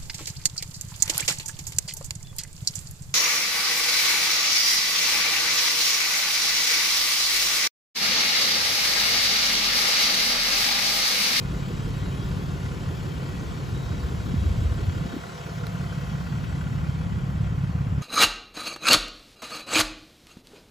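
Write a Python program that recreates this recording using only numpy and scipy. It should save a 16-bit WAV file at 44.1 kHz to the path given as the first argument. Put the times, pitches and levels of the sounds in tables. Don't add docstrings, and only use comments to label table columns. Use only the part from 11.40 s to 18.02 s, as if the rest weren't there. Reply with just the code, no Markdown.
import sys
import numpy as np
from scipy import signal
from scipy.fft import rfft, irfft, next_fast_len
from scipy.io import wavfile
from scipy.ndimage import uniform_filter1d

SR = 44100
rng = np.random.default_rng(int(sys.argv[2]) if len(sys.argv) > 2 else 0)


def wav_record(signal):
    frames = np.transpose(np.atleast_2d(signal))
    bounded = np.clip(frames, -1, 1)
    quanta = np.round(bounded * 32767).astype(np.int16)
    wavfile.write(sys.argv[1], SR, quanta)


def convert_level_to_amplitude(level_db):
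    exponent = np.asarray(level_db, float) / 20
    return 10 ** exponent


N = 291920
T = np.arange(N) / SR
PAD = next_fast_len(N)
HZ = np.fft.rfftfreq(PAD, 1 / SR)

CYCLE_HZ, FIRST_FIRING_S = 5.819, .051
CYCLES = CYCLE_HZ * (T - FIRST_FIRING_S)


def rms_one(x):
    return x / np.sqrt(np.mean(x ** 2) + 1e-20)


def in_time(rows):
    s, *columns = np.transpose(rows)
    return [np.interp(T, s, c) for c in columns]


def drift(rate_hz):
    r = np.exp(-80 * np.pi * rate_hz / SR)
    slow = signal.lfilter([1], [1, -2 * r, r * r], rng.standard_normal(N // 40 + 2002))[2000:]
    return np.interp(np.arange(N) / 40, np.arange(len(slow)), rms_one(slow - slow.mean()))


def band(x, low_hz, high_hz, order=2):
    return signal.sosfilt(signal.butter(order, [low_hz, high_hz], "band", fs=SR, output="sos"), x)


def swell(at_s, lift_db, half_s):
    return lift_db * np.exp(-((T - at_s) / half_s) ** 2)


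def recede_db():
    return -3 * np.maximum(T - 4.46, 0)


# t/s, level/dB
GUST = [(0, -38.5), (.45, -38), (1, -36), (1.3, -36.5), (2.1, -36), (2.5, -35.5), (2.9, -31), (3.4, -31.5),
        (3.65, -35.5), (4.05, -55.5), (4.4, -41), (4.8, -36.5), (5.1, -33), (5.42, -34.5), (5.8, -33),
        (6.08, -30), (6.3, -38.5), (6.62, -30)]


def gust():
    gust_db, = in_time(GUST)
    return gust_db, gust_db + 36


# t/s, lift/dB, half length/s
HUSH = [
    (.2, 12, 0.73),
    (3.15, 12, 0.21),
    (4.1, -17, .2),
    (4.85, -22, 0.48),
]


def rumble():
    _, swing_db = gust()
    level_db = -46 + 0.96 * swing_db + sum(swell(*row) for row in HUSH)
    return convert_level_to_amplitude(level_db) * rms_one(band(rng.standard_normal(N), 36.8, 60.6, order=3))


def wind_levels():
    gust_db, swing_db = gust()
    lee_db = np.interp(T, [5.86, 6.27], [0, -9])
    return gust_db, -35 + 0.53 * swing_db + .4 * lee_db, -42 + 0.7 * swing_db + lee_db


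def buffet(at_s, peak_db, hz):
    out = np.zeros(N)
    near = slice(int((at_s - .06) * SR), int((at_s + .06) * SR))
    age = T[near] - at_s
    out[near] = convert_level_to_amplitude(peak_db) * np.exp(-(age * hz / 1.08) ** 2) * np.cos(2 * np.pi * hz * age)
    return out


# t/s, peak/dB, f/Hz
BUFFETS = [(1.49, -25, 100), (1.998, -24, 140), (2.335, -21, 110), (2.47, -24, 70), (2.515, -20, 100),
           (2.652, -22, 70), (2.942, -19, 220), (2.982, -17, 85), (3.025, -20, 75), (3.068, -17, 70),
           (3.115, -21, 70), (3.188, -18, 110), (3.222, -21, 80), (3.255, -17, 75), (3.32, -17, 85),
           (3.432, -24, 130), (3.484, -17, 95), (3.62, -25, 150), (3.658, -23, 200), (3.742, -24, 260),
           (3.768, -22, 290), (4.72, -23, 180)]


def wind(lumpy_db=1.1):
    deep_db, upper_db, apart_db = wind_levels()
    white = rng.standard_normal((3, N))
    deep = rms_one(band(white[0], 54, 105, order=4) * convert_level_to_amplitude(lumpy_db * drift(9)))
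    upper = rms_one(band(white[1], 105, 190, order=2) * convert_level_to_amplitude(lumpy_db * drift(12)))
    apart = rms_one(band(white[2], 55, 200, order=3) * convert_level_to_amplitude(lumpy_db * drift(1.8)))
    shared = convert_level_to_amplitude(deep_db) * deep + convert_level_to_amplitude(upper_db - 1) * upper
    shared += sum(buffet(*row) for row in BUFFETS)
    return shared + convert_level_to_amplitude(apart_db) * apart * np.array([[1], [-1]])


def struck(at_s, peak_db, hz, t60_s):
    age = np.maximum(T - at_s, 0)
    return convert_level_to_amplitude(peak_db - 60 * age / t60_s) * np.sin(2 * np.pi * hz * age)


# t/s, peak/dB
GRIT = [
    (4.2683, -32),
]
# f/Hz, level/dB, t60/s
GRIT_RINGS = [(2300, -5, .007), (4100, 0, .011), (5200, -8, .006), (8800, -13, .004), (11300, -7, .005),
              (14600, -5, .003)]


def grit():
    at_s, peak_db = GRIT[0]
    crack = sum(struck(at_s, peak_db + db, hz, t60_s) for hz, db, t60_s in GRIT_RINGS)
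    return crack * convert_level_to_amplitude(np.array([[-3.5], [3.5]]))


WHINE_DB = [-70, -77.5, -71, -77]
# t/s, partial, lift/dB, half length/s
LOUD_SPOTS = [(0.603, 1, 10, 0.16), (1.955, 1, 15, 0.16), (4, 1, 3, 0.46), (4.802, 1, 7.5, 0.49),
              (6.1, 1, 12, 1), (.55, 2, 15, 0.57), (2.4, 2, 14, 0.23), (3.0, 2, 15, 0.47),
              (3.7, 2, 13, 0.27), (4.35, 2, 0, 0.11), (5.1, 2, 9, 0.14), (2.4, 3, 6, .2),
              (4.002, 3, 8.5, 0.5), (4.8, 3, 8.5, 0.32), (0.352, 4, 15, 0.19), (2.35, 4, 3, .15),
              (3.2, 4, 14, .2), (3.9, 4, 15, 0.15), (5.15, 4, 15, 0.18)]


def whine_levels():
    levels = []
    for partial, db in enumerate(WHINE_DB, 1):
        spots_db = sum(swell(s, lift, half) for s, k, lift, half in LOUD_SPOTS if round(k) == partial)
        levels.append(db + 1.1 * recede_db() + spots_db)
    return levels


# f/Hz, beside truck/dB, at corner/dB, past it/dB, behind/dB
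HUMS = [(376, -52, -59, -66, -66), (489, -60, -52.5, -55, -56), (681, -62, -52.5, -50.5, -63),
        (716, -68, -63, -58, -64), (1744, -66, -65, -64, -68)]


def whine(flutter_db=2.2, whine_hz=1926.5):
    turn = 2 * np.pi * np.cumsum(whine_hz + 2.0 * drift(5.1)) / SR
    out = 0
    for partial, level_db in enumerate(whine_levels(), 1):
        out = out + convert_level_to_amplitude(level_db + 3 + flutter_db * drift(6)) * np.sin(partial * turn)
    throb = 1 + .45 * np.cos(6 * np.pi * CYCLES)
    for hz, *levels_db in HUMS:
        level_db = np.interp(T, [2.4, 3.4, 4.4, 5.1], levels_db) + 2.5 + 1.0 * drift(5)
        hum = np.sin(2 * np.pi * np.cumsum(hz + 2.3 * drift(3.5)) / SR)
        out = out + convert_level_to_amplitude(level_db) * throb * hum
    return out


def chuff(spread_db=1.0, place=.475, middle_hz=310, sweep_hz_per_s=8500, half_s=.015):
    cycles = CYCLES - place + .5
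    age = (cycles % 1 - .5) / CYCLE_HZ
    each_db = spread_db * rng.standard_normal(int(cycles[-1]) + 2)[np.floor(cycles).astype(int) + 1]
    level_db = -36 + each_db + np.interp(T, [3.5, 3.9], [0, -10])
    sweep = np.cos(2 * np.pi * age * (middle_hz + sweep_hz_per_s * age / 2))
    return convert_level_to_amplitude(level_db) * np.exp(-(age / half_s) ** 2) * sweep


def by_cylinder(pattern_db):
    return convert_level_to_amplitude(np.array(pattern_db)[np.round(6 * CYCLES).astype(int) % 6])


CYLINDER_DB = [0, -2.5, 0, -1.5, -1.5, -3.5]


def knocks(spread_db=1.0):
    firing_hz = 6 * CYCLE_HZ
    at = (FIRST_FIRING_S * SR + np.arange(-1, firing_hz * N / SR - 2) * SR / firing_hz).astype(int)
    cylinder_db = np.array(CYLINDER_DB)[np.arange(-1, len(at) - 1) % 6]
    clicks = np.zeros(N)
    clicks[at] = convert_level_to_amplitude(cylinder_db + spread_db * rng.standard_normal(len(at)))
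    return clicks


RING_BY_CYLINDER_DB = [0, -3, 1, -1, -5, -1]
UPPER_RING_BY_CYLINDER_DB = [0, -3, -4, -1, -1, -3]
# f/Hz, level/dB, t60/s
KNOCK_MODES = [(1060, -6, .025), (1255, -10, .02), (1420, 0, .022), (1520, -1, .018), (1980, -9, .02),
               (2550, -12.5, .012), (3230, -14, .012)]


def knock_ring(clicks):
    burn = .55 * np.roll(signal.lfilter(np.hanning(200), [1], clicks), 120)
    edge = 28 * np.roll(clicks, 190)
    lower, upper = by_cylinder(RING_BY_CYLINDER_DB), by_cylinder(UPPER_RING_BY_CYLINDER_DB)
    out = 0
    for hz, level_db, t60_s in KNOCK_MODES:
        r, w = convert_level_to_amplitude(-60 / (t60_s * SR)), 2 * np.pi * hz / SR
        mode = ([1, 0.013, -1.07], [1, -2 * r * np.cos(w), r * r])
        grain = rng.standard_normal(N)
        if hz < 1700:
            strike = lower * (edge + burn * grain)
        else:
            strike = upper * (edge / 12 + burn * grain)
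        once = signal.lfilter(*mode, strike + 1e-18)
        out = out + convert_level_to_amplitude(level_db) * rms_one(signal.lfilter(*mode, once))
    return rms_one(out)


# f/Hz, share
SPECKLE_SHARE = [(1200, 0), (2400, 1), (6500, 1), (12000, 1.2)]


def speckle(x, depth_db=2.6, flicker_db=3.5):
    hz, _, cells = signal.stft(x, SR, nperseg=1024)

    def patches(bins, frames):
        field = uniform_filter1d(rng.standard_normal(cells.shape[1:]), size=bins, axis=0)
        return rms_one(uniform_filter1d(field, size=frames, axis=1))

    share = np.interp(hz, *np.transpose(SPECKLE_SHARE))[:, None]
    top_db = np.interp(hz, [13000, 14500], [0, flicker_db])[:, None]
    gain = convert_level_to_amplitude(depth_db * patches(2, 5) * share) * convert_level_to_amplitude(patches(8, 2) * top_db - 0.5)
    return signal.istft(cells * gain, SR, nperseg=1024)[1][:, :N]


def bed_shade_db(from_s, line_from_s, line_db, end_db):
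    return np.where(T < from_s, 0, np.interp(T, [line_from_s, N / SR], [line_db, end_db]))


# t/s, knock lift/dB, half length/s
GAPS = [
    (0.02, 3, .3),
    (1.2, 3, .5),
    (2.6, 3.5, .8),
    (3.65, 6.5, .3),
    (4.5, 9, .6),
    (5.3, 7.5, .35),
    (6., 4, .5),
]


def block_levels():
    fade_db = -0.1941 * np.minimum(T, 4.46)
    gaps_db = sum(swell(*row) for row in GAPS)
    return (-34.5 + fade_db + bed_shade_db(3.8, 2.9, -19, -8),
            -34.5 + fade_db + bed_shade_db(4.5, 4, -4.5, -4),
            -29.5 + fade_db + 0.057 * gaps_db + 0.21 * recede_db(),
            -31.5 + fade_db + recede_db(),
            -61 + gaps_db + .5 * recede_db())


# f/Hz, spectrum level/dB
BLOCK_COLOUR = [(250, 12), (400, 10), (510, 6), (580, 1.5), (800, -2), (1450, -2.5), (1650, -7.5),
                (2600, -9.5), (3200, -11), (3700, -12), (7400, -17.5), (8200, -18), (11000, -24),
                (15500, -25.5)]
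# f/Hz, width/Hz, lift/dB
PANELS = [(376, 30, 2), (489, 22, 4.5), (1060, 90, 4), (1420, 120, 0.5), (3200, 300, 4), (4380, 260, 2.5),
          (7500, 300, 3)]
CHUG_BY_CYLINDER_DB = [1, -14, 2, -1, 2, 0]
HIGH_CHUG_BY_CYLINDER_DB = [1, 1, 3, 1, -4, -2]


def block(patchy_db=0.16):
    colour_hz, colour_db = np.transpose(BLOCK_COLOUR)
    log_hz = np.log(HZ + 1)
    gain = convert_level_to_amplitude(np.interp(log_hz, np.log(colour_hz), colour_db))
    for hz, width_hz, lift_db in PANELS:
        gain *= 1 + (convert_level_to_amplitude(lift_db) - 1) / (1 + (2 * (HZ - hz) / width_hz) ** 2)
    noise = rfft(rng.standard_normal((2, N)), PAD) * gain
    drone_db, high_db, clatter_db, rattle_db, ring_db = block_levels()
    clicks = knocks()
    push = signal.fftconvolve(clicks, np.hanning(1100))[200:N + 200]
    chugs = []
    for pattern_db, lag_s in [(CHUG_BY_CYLINDER_DB, .014), (HIGH_CHUG_BY_CYLINDER_DB, .028)]:
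        chug = signal.fftconvolve(clicks * by_cylinder(pattern_db), np.hanning(1100))[550:N + 550]
        chugs.append(np.roll(chug, int(lag_s * SR)))
    # level/dB, push
    centres = np.log([170, 280, 450, 750, 1300, 2200, 3500, 6000, 10000])
    parts = [(drone_db - 1, .9, chugs[0]), (high_db, .6, chugs[1]),
             (clatter_db, .15, push), (clatter_db, .25, push), (clatter_db, .25, push),
             (rattle_db, .22, push), (rattle_db, .18, push), (rattle_db, .1, push)]
    rush = 0
    for k, (level_db, depth, beat) in enumerate(parts, 1):
        region = np.interp(log_hz, centres, np.arange(len(centres)) == k)
        flicker = convert_level_to_amplitude(level_db + patchy_db * drift(21)) * (1 + depth * (beat - beat.mean()))
        rush = rush + irfft(noise * region, PAD)[:, :N] * flicker
    ring = convert_level_to_amplitude(ring_db + 3.2) * knock_ring(clicks)
    return speckle(rush) + np.array([ring, np.roll(ring, 61)])


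# t/s, level/dB
EXHAUST = [(0, -32), (.7, -30.5), (1.5, -34), (2.4, -37.5), (3.45, -35), (3.62, -38), (3.78, -72),
           (3.92, -42.5), (4.2, -32), (4.7, -32.5), (5.3, -31.5), (5.65, -31), (6.0, -29), (6.3, -27),
           (6.62, -28.5)]
# t/s, share of the column behind the truck (0-1)
TAIL_SHARE = [
    (0, 0.55),
    (3.5, 0.01),
    (4.2, 0.83),
    (6.62, 1.),
]
# multiple of the cycle, beside truck/dB, behind
# it/dB
ORDERS_DB = [(6, -19, -35.1), (9, -12.9, -17.6), (12, -7.5, -10), (12.9, -13, -18.2), (15, -19.2, -21),
             (18, -7.8, -5.8), (21, -11, -13.5), (23.05, -6.0, -8.5), (24, -8.5, -6.5), (27, -7.5, -8.3),
             (30, -10.5, -7), (33, -22, -14), (36, -19, -22), (39, -18, -21), (42, -22, -24),
             (45, -20, -24), (48, -23, -30), (51, -28, -35.7)]


def exhaust(wander_db=1.4, pipe_lag_rad=.2, low_lag_rad=1.9, pipe_delay_s=.0033):
    (level_db,), (way,) = in_time(EXHAUST), in_time(TAIL_SHARE)
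    turn = 2 * np.pi * (CYCLES - CYCLE_HZ * pipe_delay_s)
    out = 0
    for k, side_db, tail_db in ORDERS_DB:
        lag = pipe_lag_rad + low_lag_rad / (1 + (k / 15) ** 8)
        line_db = level_db + side_db + way * (tail_db - side_db) + wander_db * drift(1.2)
        out = out + convert_level_to_amplitude(line_db) * np.sqrt(2) * np.cos(k * turn - lag + .4 * drift(.5))
    return out


# f/Hz, likeness (0-1), left minus right/dB
PORTS = [(60, .97, .5), (200, .95, .5), (400, .75, .8), (800, .4, -1.), (1400, .7, -1.), (2250, .3, 3.5),
         (3600, .92, 4.5), (5600, .72, 4.), (6300, .998, 0), (16000, .998, 0)]
# f/Hz, right port's lead (half turns)
PORT_TURNS = [(0, 0), (690, .45), (1380, .6), (2840, -.25), (3620, 0), (7500, 0), (8350, 1), (9560, 1),
              (10400, 2), (11650, 2), (12500, 3), (13700, 3), (14600, 4), (22050, 4)]


def ports(direct, scattered):
    port_hz, alike, lean_db = np.transpose(PORTS)
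    alike = np.clip(np.interp(HZ, port_hz, alike), 0, 1)
    lean = convert_level_to_amplitude(np.interp(HZ, port_hz, lean_db) / 2)
    shift = np.exp(1j * np.pi * np.interp(HZ, *np.transpose(PORT_TURNS)))
    left, other = rfft(direct, PAD), rfft(scattered, PAD)
    right = alike * shift * left + np.sqrt(1 - alike ** 2) * other
    return irfft(np.array([left * lean, right / lean]), PAD)[:, :N]


def scene():
    direct, scattered = block()
    tones = exhaust() + chuff() + whine()
    truck = ports(direct + tones, scattered + np.roll(tones, 300))
    return truck + wind() + rumble() + grit()


def band_limit(x):
    return signal.sosfilt(signal.butter(12, 16670, fs=SR, output="sos"), x)


def record(dry):
    cut = signal.sosfilt(signal.cheby2(14, 60, 16020, fs=SR, output="sos"), dry)
    return band_limit(cut)


dry = scene()
out = record(dry)
wav_record(out)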